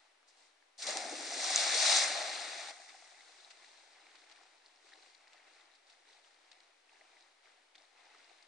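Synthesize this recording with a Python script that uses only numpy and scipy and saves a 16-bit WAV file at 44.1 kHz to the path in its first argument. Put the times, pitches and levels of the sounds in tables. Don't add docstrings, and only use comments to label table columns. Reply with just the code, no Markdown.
import sys
import numpy as np
from scipy import signal
from scipy.fft import rfft, irfft, next_fast_len
from scipy.io import wavfile
from scipy.ndimage import map_coordinates

SR = 44100
rng = np.random.default_rng(int(sys.argv[2]) if len(sys.argv) > 2 else 0)


def unload_audio(sound):
    columns = np.transpose(np.atleast_2d(sound))
    steps = np.round(np.clip(columns, -1, 1) * 32767)
    wavfile.write(sys.argv[1], SR, steps.astype(np.int16))


N = 373527
TIME = np.arange(N) / SR

# frequency in Hz, gain in dB.
HUSH_TONE = [(25, -15.5), (80, -20), (130, -41), (200, -24), (290, -4), (480, -2.5), (750, 3), (1100, -1.5),
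             (2000, 0), (3000, -3), (4000, -4), (10500, -15.5)]
RIPPLE_TONE = [(150, -47.5), (230, -24), (310, -8.5), (540, -8), (770, 0.2), (980, -6.5), (1500, -6),
               (2080, -2.1), (3080, -9.5), (3950, -2.5), (6200, -9.5), (7700, -12), (8600, -12.5),
               (10500, -30.5)]
SPLASH_TONE = [(120, -50), (190, -28), (290, -11), (440, -10.5), (590, -4), (720, 1.2), (830, -0.6),
               (930, -8.5), (1550, -5.5), (2100, -0.5), (2500, -5), (2850, -6), (3090, -11.5), (3290, -5),
               (3900, -1), (5100, -3), (6100, -3.5), (6850, -6.5), (7400, -2.5), (7850, -10), (8250, -5.5),
               (9000, -9.5), (9500, -10.5), (10100, -20.5)]
# frequency in Hz, correlation before scaling.
CORRELATION = [(300, 0.5), (750, 0.55), (1050, 0.55), (1650, 0.5), (2200, 0.77), (2800, 0.47), (3100, 0.07),
               (4400, 0.4), (5900, 0.43), (7800, -0.12), (9000, 0.48)]
# frequency in Hz, left minus right in dB.
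BALANCE = [(300, 2), (1300, 3.2), (2900, 1.5), (3700, 5.7), (5000, 1.3), (6200, 0.5), (8000, 0.5)]
# start in seconds, length in seconds, level in dB.
KICKS = [(0.269, 0.021, -68.5), (0.36, 0.11, -74)]
# start in seconds, length in seconds, wash in dB, fizz in dB.
STROKES = [(-0.03, 0.064, -72.5, -77.5), (0.243, 0.13, -76, -76), (0.367, 0.053, -71, -75),
           (3.18, 0.41, -73, -69), (3.508, 0.31, -69, -69), (3.83, 0.57, -68.5, -71.5),
           (4.624, 0.04, -78, -74), (4.795, 0.28, -68, -70.5), (5.173, 0.04, -73, -77),
           (5.273, 0.11, -67.5, -74.5), (5.41, 0.22, -69, -73.5), (5.854, 0.041, -69, -70.5),
           (6.044, 0.09, -69.5, -72), (6.22, 0.066, -71.5, -73.5), (6.37, 0.27, -71.5, -76),
           (6.837, 0.39, -70, -73.5), (7.415, 0.079, -68.5, -74), (7.754, 0.056, -69, -73),
           (7.912, 0.32, -66, -72), (8.24, 0.25, -69.5, -74.5)]
# start in seconds, level in dB, pitch in Hz,
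# spatter t60 in seconds, ring relative to spatter in dB.
PLIPS = [(0.228, -59.5, 1310, 0.027, -4), (0.6245, -58, 1690, .014, 6), (2.889, -46, 2180, .05, -4),
         (2.902, -51, 2000, .03, -6), (3.13, -55, 6700, .02, 14), (3.207, -50, 2000, .025, 10),
         (3.503, -46, 4000, 0.064, -4), (3.644, -49, 1950, 0.023, 6), (4.067, -51, 2260, .018, 5),
         (4.152, -50, 2310, 0.039, -2), (4.2975, -48, 3550, 0.0099, -13), (4.312, -50.5, 2860, .035, -4),
         (4.322, -54, 4280, .022, 1), (4.36, -52, 2370, .014, 3), (4.375, -53.5, 1750, .02, 18),
         (4.433, -56, 5000, .025, 5), (4.661, -48, 4410, .035, 17), (4.683, -56.5, 4600, .02, 14),
         (4.76, -55.5, 5130, .015, 14), (4.889, -55, 4230, .025, 9), (4.921, -52, 1740, .018, 8),
         (4.9325, -46.5, 1850, .03, 23), (4.937, -46.5, 3780, .018, 26), (4.956, -53, 4100, .015, 5),
         (5.031, -53, 2290, .014, -9), (5.1482, -50.5, 4640, .011, 3), (5.1515, -50.5, 4040, .015, 14),
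         (5.272, -53, 1900, 0.016, 6), (5.279, -52, 4700, .017, 8), (5.331, -51, 3600, .026, -5),
         (5.379, -55, 2600, .018, -2), (5.589, -59, 2090, .02, 6), (5.598, -55, 1910, .02, 0),
         (5.61, -53, 3730, .02, 12), (5.748, -61, 4200, .05, 0), (5.869, -57, 4680, .025, 14),
         (5.8984, -54.5, 4500, .035, -5), (5.925, -56, 4500, .04, 7), (6.089, -55, 3950, .02, 14),
         (6.131, -55, 3410, .02, 12), (6.246, -57, 2920, .025, 10), (6.344, -56, 4560, .02, 16),
         (6.5146, -48, 3200, 0.026, -13), (6.529, -53, 2610, 0.022, 4), (6.603, -54, 3770, .019, 5),
         (6.894, -53.5, 2530, .025, 16), (7.0115, -50, 1950, .02, 27), (7.168, -54, 1990, .02, 20),
         (7.208, -52, 4660, .014, 9), (7.225, -56, 5000, .014, 10), (7.457, -54.5, 2280, .02, 18),
         (7.748, -53, 2370, .02, 8), (7.753, -48.5, 3400, .034, 5), (7.7807, -50.5, 3570, .03, 12),
         (8.1467, -52.5, 1250, .016, 6.5), (8.204, -55, 2010, .02, 14.5), (8.4253, -52.5, 4500, .03, 8.5)]
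# start in seconds, level in dB, pitch in Hz, relative ring in dB.
GLUGS = [(0.885, -35.5, 625, 15), (0.973, -37, 800, 10), (1.32, -41, 715, 17), (1.666, -32.5, 710, 14),
         (1.748, -39, 482, 8), (2.685, -40, 806, 13), (2.707, -44, 692, 16), (2.797, -51.5, 704, 7),
         (2.946, -48.5, 790, 19), (3.022, -54, 715, 21), (5.344, -59, 760, 12), (7.014, -61, 670, 14),
         (7.13, -63, 700, 12), (7.808, -62, 652, 14), (8.109, -62, 850, 11.5)]
# start in seconds, level in dB.
GULPS = [(0.785, -74), (0.875, -54.5), (0.94, -52), (1.045, -53), (1.115, -49), (1.18, -56), (1.36, -55),
         (1.73, -59), (1.935, -53)]
# time in seconds, level in dB.
GURGLE = [(0.785, -68.5), (0.86, -56), (0.885, -46), (0.92, -50.5), (0.96, -44), (1.1, -50), (1.3, -53.5),
          (1.45, -47.5), (1.62, -44), (1.82, -43.5), (1.92, -38), (2.0, -42.5), (2.1, -46), (2.19, -41.5),
          (2.26, -47.5), (2.7, -56)]
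# time in seconds, level in dB.
SPRAY = [(0.795, -51.5), (0.93, -45.5), (1.1, -49.5), (1.3, -46.5), (1.47, -38), (1.59, -34), (1.69, -36),
         (1.87, -29.5), (1.97, -29), (2.03, -32), (2.07, -37.5), (2.3, -42.5), (2.707, -50)]
# start in seconds, level in dB, pitch in Hz, relative ring in dB.
SMACKS = [(1.560, -9, 6240, 17), (1.577, -23, 4010, 0), (1.745, -21, 5600, -2.5), (1.971, -13.5, 6000, 12)]
# start in seconds, level in dB, thrown spray in dB.
BLOWS = [(0.779, -50.5, -60), (0.822, -31, -43), (0.868, -28, -38), (0.89, -34, -40.5), (0.971, -24.5, -46),
         (1.003, -31, -57)]

SPLASH_SPAN_S = (.7, 2.85)
LEVEL_DROP_S = SPRAY[-1][0]
SPRAY_EDGE_S = 0.0087


def amp(db):
    return 10 ** (np.asarray(db) / 20)


def unit(x):
    return x / np.sqrt(np.mean(x ** 2) + 1e-20)


def along(points, hz):
    freqs, values = np.transpose(points)
    return np.interp(np.log(hz + 1), np.log(freqs + 1), values)


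def band(hz, low_hz, high_hz, order=8):
    return ((1 + (low_hz / (hz + 1)) ** (2 * order)) * (1 + (hz / high_hz) ** (2 * order))) ** -.5


def filtered(x, response):
    size = 2 * next_fast_len(N // 2 + 8192)
    magnitude = np.maximum(response(np.fft.rfftfreq(size, 1 / SR)), 1e-6)
    cepstrum = irfft(np.log(magnitude), size)
    cepstrum[1:size // 2] *= 2
    cepstrum[size // 2 + 1:] = 0
    return irfft(rfft(x, size) * np.exp(rfft(cepstrum)), size)[..., :N]


def ports(pair, tone, focus):
    turn = lambda hz: np.arccos(np.clip(focus * along(CORRELATION, hz), -.99, .99)) / 2
    mid = filtered(pair[0], lambda hz: tone(hz) * np.cos(turn(hz)))
    side = filtered(pair[1], lambda hz: tone(hz) * np.sin(turn(hz)))
    return np.array([mid + side, mid - side]) / np.std(mid)


def noise(tone, focus):
    return ports(rng.standard_normal((2, N)), tone, focus)


def together(gains):
    return np.sqrt(sum(gain ** 2 for gain in gains))


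def swell(start_s, attack_s, hold_s, t60_s):
    age = TIME - start_s
    return np.clip(age / attack_s, 0, 1) * amp(-60 * np.maximum(age - hold_s, 0) / t60_s)


def afterwards(fade_db_per_s):
    age = TIME - LEVEL_DROP_S
    return np.clip(1 + age / 0.09, 0, 1) * amp(-fade_db_per_s * np.maximum(age, 0))


def hollow():
    return swell(BLOWS[1][0], attack_s=0.038, hold_s=1.38, t60_s=3.2)


def shower():
    times, levels_db = np.transpose(SPRAY)
    outside_s = np.abs(TIME - np.clip(TIME, times[0], times[-1]))
    sheet = amp(np.interp(TIME, times, levels_db)) * np.exp(-(outside_s / SPRAY_EDGE_S) ** 2)
    spurts = [amp(db) * swell(start, attack_s=0.002, hold_s=0.0035, t60_s=0.2) for start, _, db in BLOWS]
    return together([sheet] + spurts) / amp(-30)


def bubbles(span, rate, low_hz, high_hz, cycles, spread_db, rise=0.17):
    length_s = span[1] - span[0]
    count = int(rate * length_s)
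    when, pitch, life, size, angle = rng.random((count, 5)).T[..., None]
    hz = low_hz + (high_hz - low_hz) * pitch
    t60 = cycles * (.5 + life) / hz
    t = np.arange(min(int(t60.max() * SR), 4000000 // count)) / SR
    strength = amp(-spread_db * np.log(size + 0.0037)) / np.sqrt(t60)
    envelope = strength * amp(-60 * t / t60)
    phase = 2 * np.pi * hz * t * (1 + rise * t / t60)
    samples = ((span[0] + when * length_s) * SR).astype(int) + np.arange(len(t))
    waves = [envelope * np.sin(phase), envelope * np.sin(phase + 2 * np.pi * angle)]
    swarm = np.array([np.bincount(samples.ravel(), wave.ravel(), N)[:N] for wave in waves])
    return unit(swarm) * np.sqrt(length_s * SR / N)


def water(low_hz, high_hz, rate, cycles, spread_db, blur_db, focus, span=SPLASH_SPAN_S, tone=SPLASH_TONE):
    swarm = bubbles(span, rate, low_hz, high_hz, cycles, spread_db)
    blur = amp(blur_db) * rng.standard_normal((2, N)) * np.sqrt(SR / 2 / (high_hz - low_hz))
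    sound = ports(swarm + blur, lambda hz: amp(along(tone, hz)) * band(hz, low_hz, high_hz), focus)
    return sound / np.std(sound.mean(0)[int(span[0] * SR):int(span[1] * SR)])


def impacts(rows, tone, swell_s, cycles, width_octaves, rise, direct):
    out = np.zeros((2, N + SR))
    t = np.arange(SR // 8) / SR
    hz = np.fft.rfftfreq(len(t), 1 / SR) + 1
    for start, db, pitch_hz, t60, ring_db in rows:
        colour = amp(along(tone, hz)) / (1 + (np.log2(hz / pitch_hz) / width_octaves) ** 2)
        spatter = unit(irfft(rfft(rng.standard_normal((2, len(t)))) * colour, len(t)))
        attack_s = swell_s + 0.07 * t60
        spatter *= amp(-60 * t / t60) * (1 - np.exp(-t / attack_s))
        age = t * pitch_hz / cycles
        ring = np.sin(2 * np.pi * pitch_hz * t * (1 + rise * age)) * amp(-60 * age)
        onset = 1 - np.exp(-(t * pitch_hz / 1.2) ** 2)
        mid = (spatter[0] + amp(ring_db) * ring) * onset
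        side = spatter[1] * onset * np.sqrt(1 - direct)
        stereo = np.array([mid + side, mid - side]) / np.abs(mid).max()
        out[:, round(start * SR):][:, :len(t)] += amp(db) * stereo
    return filtered(out[:, :N], lambda f: band(f, 250, 9500, order=5))


def hush():
    return amp(-73) * noise(lambda hz: amp(along(HUSH_TONE, hz)), focus=0.41)


def rumble():
    rise_s = .035
    thump = amp(-79) * swell(SMACKS[0][0] - rise_s, rise_s, hold_s=rise_s, t60_s=.12)
    low = noise(lambda hz: band(hz, 20, 85, order=2), focus=1.4)
    return together([amp(-101) * hollow(), thump]) * low


def wading():
    gain = together(amp(db) * swell(start, attack_s=0.016, hold_s=length, t60_s=0.17)
                    for start, length, db in KICKS)
    return gain * noise(lambda hz: amp(along(SPLASH_TONE, hz)) * band(hz, 4300, 9100), focus=.8)


def trickle():
    span = (2.65, 4.1)
    drips = water(652, 2710, rate=280, cycles=46, spread_db=-2, blur_db=-2.5, focus=0.99, span=span)
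    foam = water(2900, 9800, rate=480, cycles=26, spread_db=2.5, blur_db=3.5, focus=1, span=span)
    return afterwards(fade_db_per_s=18) * (amp(-60.5) * drips + amp(-58.5) * foam)


def lapping(rate_hz=9, depth_db=0.76):
    knots = rng.standard_normal(int(rate_hz * N / SR) + 4)
    return amp(depth_db * map_coordinates(knots, [TIME * rate_hz]))


def paddling():
    stirs = [(swell(start, attack_s=0.022 + 0.18 * length, hold_s=length, t60_s=1), wash_db, fizz_db)
             for start, length, wash_db, fizz_db in STROKES]
    stirs.append((afterwards(fade_db_per_s=3.5), -65.5, -69))
    wash_gain = together(amp(db) * envelope for envelope, db, _ in stirs)
    fizz_gain = together(amp(db) * envelope for envelope, _, db in stirs)
    calm = dict(span=(0, N / SR), tone=RIPPLE_TONE)
    wash = water(182, 3270, rate=520, cycles=22, spread_db=2.5, blur_db=1, focus=1.09, **calm)
    fizz = water(2920, 6300, rate=220, cycles=26, spread_db=3, blur_db=3, focus=1.2, **calm)
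    sheen = noise(lambda hz: amp(along(RIPPLE_TONE, hz)) * band(hz, 6300, 11900), focus=0.78)
    return wash_gain * wash + fizz_gain * (fizz + amp(-7.5) * sheen) * lapping()


def plips():
    return impacts(PLIPS, RIPPLE_TONE, swell_s=0.00032, cycles=21.4,
                   width_octaves=1.5, rise=0.063, direct=0.67)


def glugs(spatter_t60_s=0.079):
    rows = [(start, db, hz, spatter_t60_s, ring_db) for start, db, hz, ring_db in GLUGS]
    return impacts(rows, RIPPLE_TONE, swell_s=0.00074, cycles=23,
                   width_octaves=1, rise=-0.059, direct=0.97)


def cavity():
    deep_gain = amp(-64) * swell(BLOWS[2][0], attack_s=0.0097, hold_s=0.44, t60_s=2)
    gulps = [amp(db) * swell(start, attack_s=0.006, hold_s=0.019, t60_s=0.17) for start, db in GULPS]
    gulp_gain = together([amp(-58.5) * hollow()] + gulps)
    deep = water(120, 317, rate=250, cycles=7.3, spread_db=5.5, blur_db=-0.5, focus=2.2)
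    gulping = water(210, 540, rate=510, cycles=11, spread_db=-0.4, blur_db=2, focus=1.5)
    return deep_gain * deep + gulp_gain * gulping


def churn(flow, lag_s=0.028):
    pole = np.exp(-1 / (lag_s * SR))
    small_gain = amp(-36) * signal.lfilter([1 - pole], [1, -pole], flow ** 0.8)
    onset = np.clip((TIME - BLOWS[0][0]) / SPRAY_EDGE_S, 0, 1)
    gurgle_gain = amp(np.interp(TIME, *np.transpose(GURGLE))) * onset
    gurgle = water(520, 919, rate=450, cycles=22, spread_db=1.36, blur_db=-1, focus=1.6)
    small = water(936, 2905, rate=1400, cycles=15, spread_db=2, blur_db=-2, focus=1.16)
    return gurgle_gain * gurgle + small_gain * small


def spray(flow):
    large = water(2890, 4760, rate=1500, cycles=29, spread_db=4, blur_db=5, focus=1.4)
    small = water(4650, 7900, rate=1900, cycles=29, spread_db=4.5, blur_db=2, focus=1.9)
    mist = water(8000, 9400, rate=2400, cycles=8.9, spread_db=4.5, blur_db=-2.5, focus=1)
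    mist_gain = amp(np.interp(TIME, (0.77, 1.8), (-42, -41.5))) * flow ** 0.8
    fine = amp(-31.5) * flow ** 0.94 * small + mist_gain * mist
    thinning = amp(np.interp(TIME, (2, 2.21), (0, -4)))
    return amp(-33) * flow * large + thinning * fine


def splash():
    flow = shower()
    ending = swell(0, attack_s=.5, hold_s=LEVEL_DROP_S, t60_s=0.14)
    return ending * (cavity() + churn(flow)) + spray(flow)


def smacks(spatter_t60_s=0.0082):
    rows = [(start, db, hz, spatter_t60_s, ring_db) for start, db, hz, ring_db in SMACKS]
    return impacts(rows, SPLASH_TONE, swell_s=0.00024, cycles=20,
                   width_octaves=0.91, rise=0.24, direct=0.65)


def blows(pitch_hz=5050, spatter_t60_s=0.0066, ring_db=-1):
    rows = [(start, db, pitch_hz, spatter_t60_s, ring_db) for start, db, _ in BLOWS]
    return impacts(rows, SPLASH_TONE, swell_s=0.0003, cycles=29, width_octaves=1, rise=0.096, direct=0.69)


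def scene():
    bed = wading() + splash() + rumble() + trickle() + paddling() + hush()
    return bed + blows() + smacks() + glugs() + plips()


def record(dry):
    left = filtered(dry[0], lambda hz: amp(along(BALANCE, hz) / 2))
    right = filtered(dry[1], lambda hz: amp(-along(BALANCE, hz) / 2))
    passband = band(np.fft.rfftfreq(N, 1 / SR), low_hz=0.91, high_hz=10400, order=50)
    return 5e-5 + irfft(rfft([left, right]) * passband, N)


dry = scene()
out = record(dry)
unload_audio(out)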